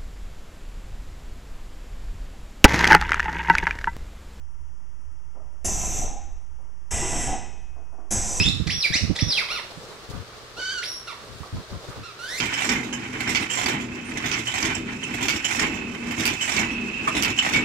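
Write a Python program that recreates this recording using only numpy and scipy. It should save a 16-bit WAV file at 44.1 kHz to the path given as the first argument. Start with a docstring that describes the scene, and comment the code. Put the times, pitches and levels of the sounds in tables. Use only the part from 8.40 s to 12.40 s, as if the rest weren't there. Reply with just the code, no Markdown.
"""Dog with a squeaky toy

A quiet living room, heard from a camera's two microphones; the dog chews on a rug a little to the
right. Air through the toy's reed squeals up and down with each bite and rasps lower as the toy
refills; the room rings on. Mouth and paws rustle and tick, fingers bump the camera right beside
the microphones, and a soft hiss and hum lie underneath."""
import sys
import numpy as np
from scipy import signal
from scipy.fft import rfft, irfft, next_fast_len
from scipy.io import wavfile
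from scipy.ndimage import uniform_filter1d, map_coordinates

SR = 44100
rng = np.random.default_rng(int(sys.argv[2]) if len(sys.argv) > 2 else 0)


def int16_out(signal):
    """Quantize to a 16-bit WAV file."""
    q = np.round(np.clip(np.atleast_2d(signal).T, -1, 1) * 32767)
    wavfile.write(sys.argv[1], SR, q.astype(np.int16))


N = 176400
T = np.arange(N) / SR


def amp(db):
    """Decibels to gain."""
    return 10 ** (np.asarray(db) / 20)


def unit(x):
    """Scale to rms 1."""
    return x / np.sqrt(np.mean(x ** 2) + 1e-20)


def along(points, hz):
    """Read (f/Hz, value) points on a log frequency axis."""
    f, v = np.transpose(points)
    return np.interp(np.log(hz + 1e-6), np.log(f), v)


def wobble(rate):
    """A smooth random curve, rate knots a second."""
    return map_coordinates(rng.standard_normal(8192), [T * rate], mode="wrap")


def filtered(x, response):
    """Filter x by a gain given as a function of frequency."""
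    size = next_fast_len(N + SR // 2)
    return irfft(rfft(x, size) * response(np.fft.rfftfreq(size, 1 / SR)), size)[..., :N]


def noise(spectrum):
    """Noise of rms 1, coloured by (f/Hz, level/dB) points."""
    return unit(filtered(rng.standard_normal(N), lambda hz: amp(along(spectrum, hz))))


def swells(rows):
    """Bell-shaped envelopes from (peak t/s, half-width/s, level/dB) rows."""
    return sum(amp(db) * np.exp(-2 * ((T - peak) / width) ** 2) for peak, width, db in rows)


# likeness of diffuse sound at the two microphones: f/Hz, correlation
MIC_LIKENESS = [(30, 0.13), (200, 0.66), (500, 0.89), (1200, 0.35), (2200, 0.05), (5000, 0.051)]
def diffuse(pair):
    """Blend two unrelated signals into sound reaching the microphones from all sides."""
    turn = lambda hz: np.arccos(np.clip(along(MIC_LIKENESS, hz), -1, 1)) / 2
    mid, side = filtered(pair, lambda hz: np.array([np.cos(turn(hz)), np.sin(turn(hz))]))
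    return np.array([mid + side, mid - side])


# hiss of the quiet room: f/Hz, level/dB
HISS_SPECTRUM = [(20, -25), (45, 9.5), (95, -1), (170, -2.5), (280, -6), (400, 4.5), (600, -8), (880, -8),
                 (1120, 2.5), (2500, -5.5), (4300, -4.5), (6500, -12), (11500, -23), (15000, -28.5)]
def room_tone(hiss_db=-45, hum_hz=118.2, hum_db=-59.5):
    """Steady hiss all around and a faint mains hum in the centre."""
    hiss = diffuse(np.array([noise(HISS_SPECTRUM), noise(HISS_SPECTRUM)]))
    hum = np.sqrt(2) * np.sin(2 * np.pi * hum_hz * T + 0.4 * wobble(3.5))
    return amp(hiss_db) * hiss + amp(hum_db) * hum


# contour of the rustling: t/s, level/dB
SCUFF_CONTOUR = [(0.0, -45), (0.11, -60.5), (0.62, -40), (0.66, -46), (0.99, -43.5), (1.26, -40.5),
                 (2.12, -50), (2.18, -38), (2.25, -51), (3.54, -42.5), (3.64, -55.5), (4.0, -41)]
# colour of the rug: f/Hz, level/dB
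RUG_SPECTRUM = [(100, -3), (280, -6), (420, 3), (600, 2.5), (800, -2.5), (1200, -9.5), (1800, -28),
                (4000, -8), (15000, -34.5)]
def scuffs(trim_db=-2.5, flicker_db=3.2):
    """Mouth and paws rustle softly and unevenly on the rug."""
    level_db = np.interp(T, *np.transpose(SCUFF_CONTOUR)) + trim_db + flicker_db * wobble(45)
    return amp(level_db) * diffuse(np.array([noise(RUG_SPECTRUM), noise(RUG_SPECTRUM)]))


# path of the reed, one list per squeak: t/s, f/Hz, level/dB
SQUEAK_PATHS = [
    [(0, 2497, -18), (.032, 2760, -22), (.044, 3477, -24.5), (.06, 3492, -21), (.072, 3627, -16),
     (.076, 3565, -41), (.083, 3633, -22.5), (.0875, 3794, -13.5), (.09, 4380, -24)],
    [(.269, 3100, -39), (.274, 2440, -29.5), (.283, 1860, -35)],
    [(.297, 1784, -24.5), (.301, 2140, -23), (.306, 2703, -21.5), (.312, 3580, -28.5), (.321, 5300, -23.5),
     (.335, 5733, -30.5), (.398, 5650, -31), (.41, 4974, -16.5), (.417, 4737, -29), (.425, 4320, -30),
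     (.429, 4090, -13.5), (.434, 3200, -26.5), (.441, 2510, -17.5), (.457, 2258, -17), (.461, 2010, -27),
     (.475, 1470, -38)],
    [(.524, 1656, -32), (.54, 1970, -18.5), (.554, 2416, -17), (.567, 2754, -23.5), (.578, 2980, -25)],
    [(.753, 2890, -39), (.759, 2056, -31.5), (.766, 1650, -26.5)],
    [(.786, 1764, -28), (.79, 1937, -19), (.795, 2620, -20.5), (.801, 3746, -33), (.807, 4906, -21),
     (.815, 5650, -21.5), (.83, 5950, -38), (.882, 5834, -39), (.888, 5567, -22), (.915, 4700, -20.5),
     (.92, 4510, -30), (.924, 4200, -18), (.932, 3850, -21.5), (.938, 3200, -32), (.953, 3396, -24.5),
     (.967, 2944, -30.5), (.979, 2534, -16.5), (.992, 2130, -20), (1, 1770, -31), (1.03, 966, -38)],
    [(1.088, 1008, -30), (1.102, 1180, -28.5), (1.115, 1373, -27.5), (1.135, 1472, -28.5),
     (1.155, 1346, -31), (1.183, 1046, -29.5), (1.2, 852, -37.5)],
    [(2.168, 1368, -38), (2.2, 1546, -31), (2.22, 1456, -30.5), (2.25, 1513, -30.5), (2.3, 1507, -30),
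     (2.322, 1603, -31), (2.345, 1500, -30), (2.372, 1471, -34.5), (2.393, 1418, -26.5)],
    [(2.423, 1548, -36), (2.432, 2200, -28), (2.445, 4490, -32), (2.46, 5350, -32), (2.492, 5734, -30),
     (2.52, 5385, -37), (2.58, 5600, -39.5)],
    [(2.673, 1480, -33.5), (2.695, 1234, -36.5), (2.715, 1050, -38), (2.73, 893, -39)],
    [(3.635, 1296, -38.5), (3.652, 1425, -40.5), (3.715, 1154, -46)],
    [(3.792, 1360, -39.5), (3.87, 1554, -34.5), (3.895, 1765, -30.5), (3.938, 2043, -32.5),
     (3.972, 2108, -31), (3.986, 2630, -32.5), (4, 2790, -33)],
]
# mouth shaping, one row per squeak: fundamental/dB, upper ring/dB, treble/dB, air/dB, jitter/share
MOUTH_SHAPES = [(4, -2.5, -3, -11.5, .011), (-6, -8, -6, 3.5, 0.012), (4, -10, 6, -18, 0.0058),
                (-2.5, -2, -1, -12, .006), (1, -3, -6, 2.5, .015), (2, -16, -0.5, -9.5, 0.0038),
                (-10.5, -13, 4.5, -7, 0.0018), (-3, 8, 3, -15.5, 0.0036), (4.5, -8, 12, -15, 0.0046),
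                (-3.5, -8, 3, -6.5, .005), (-2.5, -1, 1, -9, 0.0058), (0.5, 4, 11.5, -9.5, 0.0109)]
# where the mouth's upper ring acts: f/Hz, share
RING_BAND = [(5900, 0.15), (6600, 1), (8200, 0.68), (9500, 0.11)]
# where the mouth's treble change acts: f/Hz, share
TREBLE_BAND = [(8000, 0.03), (9800, 0.93)]
# overtones of the reed: multiple of the pitch, level/dB
REED_OVERTONES = [(1, 2), (2, 0), (3, -2.5), (4, -8.5), (6, -21.5), (12, -16)]
# colour of toy and muzzle: f/Hz, level/dB
TOY_COLOUR = [(800, 3.5), (1400, 4.5), (2400, 1.5), (3300, -0.5), (4500, 2.5), (5600, 5.5), (6500, -4),
              (8400, -10), (10800, -15.5), (13000, -29), (16000, -30)]
# air rushing past the reed: f/Hz, level/dB
AIR_SPECTRUM = [(1200, -6.5), (2200, 2.5), (2900, -8), (3600, 10.5), (5200, -2.5), (6800, -2), (10000, -11),
                (12500, -20.5), (15000, -26)]
def squeaker(edge_s=.002, rasp_s=(2.2, 2.32), rasp_db=-9.5):
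    """The reed's harmonics sweep through the colour of toy and mouth, with a little rushing air."""
    fast_fall_hz_per_s, fall_boost_db, air_db_per_db = 23000, 4, 0.49
    out, rush = np.zeros(N), noise(AIR_SPECTRUM)
    shiver, waver, flutter_db = wobble(496.8), 0.00602 * wobble(70), 2 * wobble(120)
    multiples = np.arange(2, 27)[:, None] / 2
    for path, (base_db, ring_db, treble_db, air_db, jitter) in zip(SQUEAK_PATHS, MOUTH_SHAPES):
        mouth_db = lambda f: ring_db * along(RING_BAND, f) + treble_db * along(TREBLE_BAND, f)
        times, pitches, levels = np.transpose(path)
        on = (T > times[0] - edge_s) & (T < times[-1] + edge_s)
        t = T[on]
        glide_hz, level_db = np.interp(t, times, pitches), np.interp(t, times, levels)
        hz = glide_hz * (1 + jitter * shiver[on] + waver[on])
        partial_hz = multiples * hz
        colour_db = along(REED_OVERTONES, multiples) + along(TOY_COLOUR, partial_hz)
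        colour_db += mouth_db(partial_hz)
        # a fast fall in pitch favours the fundamental over the overtones
        falling = np.clip(-np.gradient(glide_hz, t) / fast_fall_hz_per_s, 0, 1)
        colour_db[0] += base_db + fall_boost_db * falling
        # alternating strong and weak beats rasp: partials halfway between the harmonics
        rasp = amp(rasp_db) * np.clip(np.minimum(t - rasp_s[0], rasp_s[1] - t) / edge_s, 0, 1)
        gains = amp(colour_db) * (partial_hz < SR / 2) * np.where(multiples % 1, rasp, 1)
        phase = 2 * np.pi * np.cumsum(hz) / SR
        reed = (gains * np.sin(multiples * phase)).sum(0) / np.sqrt((gains ** 2).sum(0) / 2)
        air_colour = amp(air_db + mouth_db(np.fft.rfftfreq(len(t), 1 / SR)))
        air = irfft(rfft(rush[on]) * air_colour, len(t))
        air *= amp(air_db_per_db * (level_db - levels.mean()))  # louder is breathier
        gate = np.clip(np.minimum(t - times[0], times[-1] - t) / edge_s + 1, 0, 1)
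        out[on] += gate * amp(level_db + flutter_db[on]) * (reed + air)
    return out


# fingers on the camera: t/s, hold/s, left level/dB, right level/dB
FINGER_BUMPS = [(.002, 0.014, -41, -15), (0.055, 0.043, -60, -18), (0.128, 0.05, -67, -25),
                (0.2, 0.022, -60, -18), (0.263, 0.025, -50, -20.5), (0.31, 0.077, -55, -30),
                (0.505, 0.0051, -22.5, -49), (0.552, 0.003, -44, -22), (0.612, 0.009, -42, -27),
                (0.629, 0.018, -37, -17), (0.676, 0.01, -32, -26.5), (0.699, 0.013, -55, -13.5),
                (0.823, 0.0096, -28, -13.5), (0.863, 0.024, -40, -23.5), (1.372, 0.007, -60, -32.5),
                (1.693, 0.014, -31, -54), (1.738, 0.078, -30.5, -50.5), (2.891, 0.074, -40, -55),
                (3.004, 0.014, -69, -30), (3.13, 0.018, -27, -28.5), (3.161, 0.036, -37, -30.5),
                (3.315, 0.055, -31, -36.5), (3.486, 0.011, -30, -50), (3.566, 0.062, -37.5, -40.5)]
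# dull thump of the case: f/Hz, level/dB
CASE_SPECTRUM = [(20, -29), (50, -5), (100, 1.5), (170, -6.5), (260, -14.5), (450, -34), (2000, -90)]
# brighter part of a hard bump: f/Hz, level/dB
KNOCK_SPECTRUM = [(80, -13), (200, 0.5), (330, -5.5), (500, -25.5), (6000, -70)]
def bumps(rise_s=0.00364, t60_s=0.087, knock_db=0.5, knock_db_per_db=0.37):
    """Handling thumps through the case, different at each microphone; harder ones are brighter."""
    envelope = np.zeros((2, N))
    for start, hold, left_db, right_db in FINGER_BUMPS:
        on = (T > start - rise_s) & (T < start + hold + 2 * t60_s)
        t = T[on] - start
        rise = np.clip(1 + t / rise_s, 0, 1)
        decay = amp(-60 * np.maximum(t - hold, 0) / t60_s)
        envelope[:, on] += amp([[left_db], [right_db]]) * rise * decay
    hardness = amp(knock_db) * envelope ** knock_db_per_db
    shake = np.array([noise(CASE_SPECTRUM) + side * noise(KNOCK_SPECTRUM) for side in hardness])
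    running_rms = np.sqrt(np.abs(uniform_filter1d(shake ** 2, size=900)) + 1e-6)
    return envelope * shake / running_rms


# side tones of the toy: start t/s, end t/s, f/Hz, level/dB
HOLLOW_TONES = [(0.308, .385, 3444, -36.5), (0.788, 0.85, 3490, -34.5), (2.465, 2.548, 10200, -49),
                (3.975, 4.01, 7200, -35.5)]
def whistles(pitch_spread=0.0205):
    """The toy's hollow whistles along fuzzily while the reed is overblown."""
    out = np.zeros(N)
    phase_per_hz = 2 * np.pi * np.cumsum(1 + pitch_spread * wobble(600)) / SR
    for start, end, hz, db in HOLLOW_TONES:
        on = (T > start) & (T < end)
        out[on] += amp(db) * np.sqrt(2) * np.sin(hz * phase_per_hz[on]) * signal.windows.tukey(on.sum())
    return out


# puffs from the nozzle: peak t/s, half-width/s, level/dB
JET_SWELLS = [(.435, .035, -55), (.965, .06, -49), (3.99, .07, -42)]
# their thin hiss: f/Hz, level/dB
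JET_SPECTRUM = [(7000, -35), (10300, 6), (13000, -5)]
def jets():
    """Air is forced through the nozzle at the end of a hard squeeze."""
    return swells(JET_SWELLS) * noise(JET_SPECTRUM)


# strokes of fur: peak t/s, half-width/s, level/dB
FUR_SWELLS = [(1.42, 0.26, -58), (2.9, 0.27, -59.5), (3.35, .3, -70)]
# their bright rustle: f/Hz, level/dB
FUR_SPECTRUM = [(2500, -30), (7500, 13), (15000, -9)]
def fur(grain_db=6):
    """Fur brushes the toy and rug, faint and crisp, as the dog moves."""
    return swells(FUR_SWELLS) * unit(noise(FUR_SPECTRUM) * amp(grain_db * wobble(430)))


# contacts of teeth and claws: t/s, level/dB, ring f/Hz
CONTACTS = [(1.422, -43, 1190), (1.525, -38, 1120), (1.7, -41, 7400), (1.731, -35.5, 1170),
            (2.983, -44, 6900), (3.033, -32.5, 1140), (3.169, -38, 1090), (3.332, -37.5, 1160),
            (3.493, -41.5, 6500), (3.518, -37, 1140)]
def ticks(t60_s=0.038, octaves_per_khz=.1):
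    """Each tooth or claw contact excites one brief resonance; brighter ticks are broader."""
    out, t = np.zeros(N + SR), np.arange(4096) / SR
    hz = np.fft.rfftfreq(len(t), 1 / SR) + 1
    fade = amp(-60 * t / t60_s)
    for start, db, ring_hz in CONTACTS:
        detuning = np.log2(hz / ring_hz) / (octaves_per_khz * ring_hz / 1000)
        ring = irfft(rfft(rng.standard_normal(len(t))) / (1 + detuning ** 2))
        out[round(start * SR):][:len(t)] += amp(db) * unit(ring * fade) * np.sqrt(np.mean(fade ** 2))
    return out[:N]


# slips of the toy: peak t/s, half-width/s, level/dB
RUB_SWELLS = [(1.512, 0.038, -46), (1.742, 0.05, -44.5), (1.93, 0.033, -47.5), (2.816, 0.044, -46),
              (3.328, 0.037, -50.5), (3.522, 0.11, -46)]
# colour of the friction: f/Hz, level/dB
RUB_SPECTRUM = [(250, 2), (480, 8), (800, 0.5), (1200, 6.5), (2000, -1), (4200, -21), (15000, -25)]
def rubs(grain_db=1.5):
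    """The toy slides against teeth and fur in short, grainy swells."""
    return swells(RUB_SWELLS) * unit(noise(RUB_SPECTRUM) * amp(-grain_db * wobble(220)))


# ring of the living room: f/Hz, t60/s
ROOM_DECAY = [(200, 0.59), (1500, 0.41), (6000, 0.47), (12000, 0.43)]
# balance at the microphones: f/Hz, left minus right level/dB
MIC_BALANCE = [(1000, -9.5), (1500, -5.5), (2400, -3.5), (4400, -3), (8000, 1), (15000, 3)]
def room(x, direct_db=-3.5, tail_db=-3, echo_db=-18.5):
    """Direct sound from a little to the right, echoes off near surfaces and a diffuse tail."""
    build_s, echo_span_s, left_lag_s = 0.0031, .018, .00003
    hz, t, bands = signal.stft(rng.standard_normal((2, SR * 3 // 4)), SR, nperseg=256)
    decay = amp(-60 * t / along(ROOM_DECAY, hz)[:, None])
    tail = signal.istft(bands * decay * np.clip(t / build_s, 0, 1), SR, nperseg=256)[1]
    tail *= amp(tail_db) / np.linalg.norm(tail[0])
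    for side in tail:
        echo_s = .001 + echo_span_s * rng.random(size=6)
        side[(SR * echo_s).astype(int)] += amp(echo_db) * rng.choice([-1, 1], size=6)
    reverb = diffuse(signal.fftconvolve(x[None], tail, axes=1)[:, :N])
    sides = np.array([[.5], [-.5]])
    direct = amp(direct_db) * filtered(x, lambda hz: np.exp(-2j * np.pi * hz * left_lag_s * sides))
    return filtered(direct + reverb, lambda hz: amp(along(MIC_BALANCE, hz) * sides))


def scene():
    """Dog and toy out in the room, handling right at the microphones, room tone underneath."""
    dog_and_toy = squeaker() + whistles() + jets() + ticks() + rubs() + fur()
    return room(dog_and_toy) + scuffs() + bumps() + room_tone()


def record(dry):
    """The camera keeps nothing above its band limit."""
    return filtered(dry, lambda hz: hz < 15700)


dry = scene()
out = record(dry)
int16_out(out)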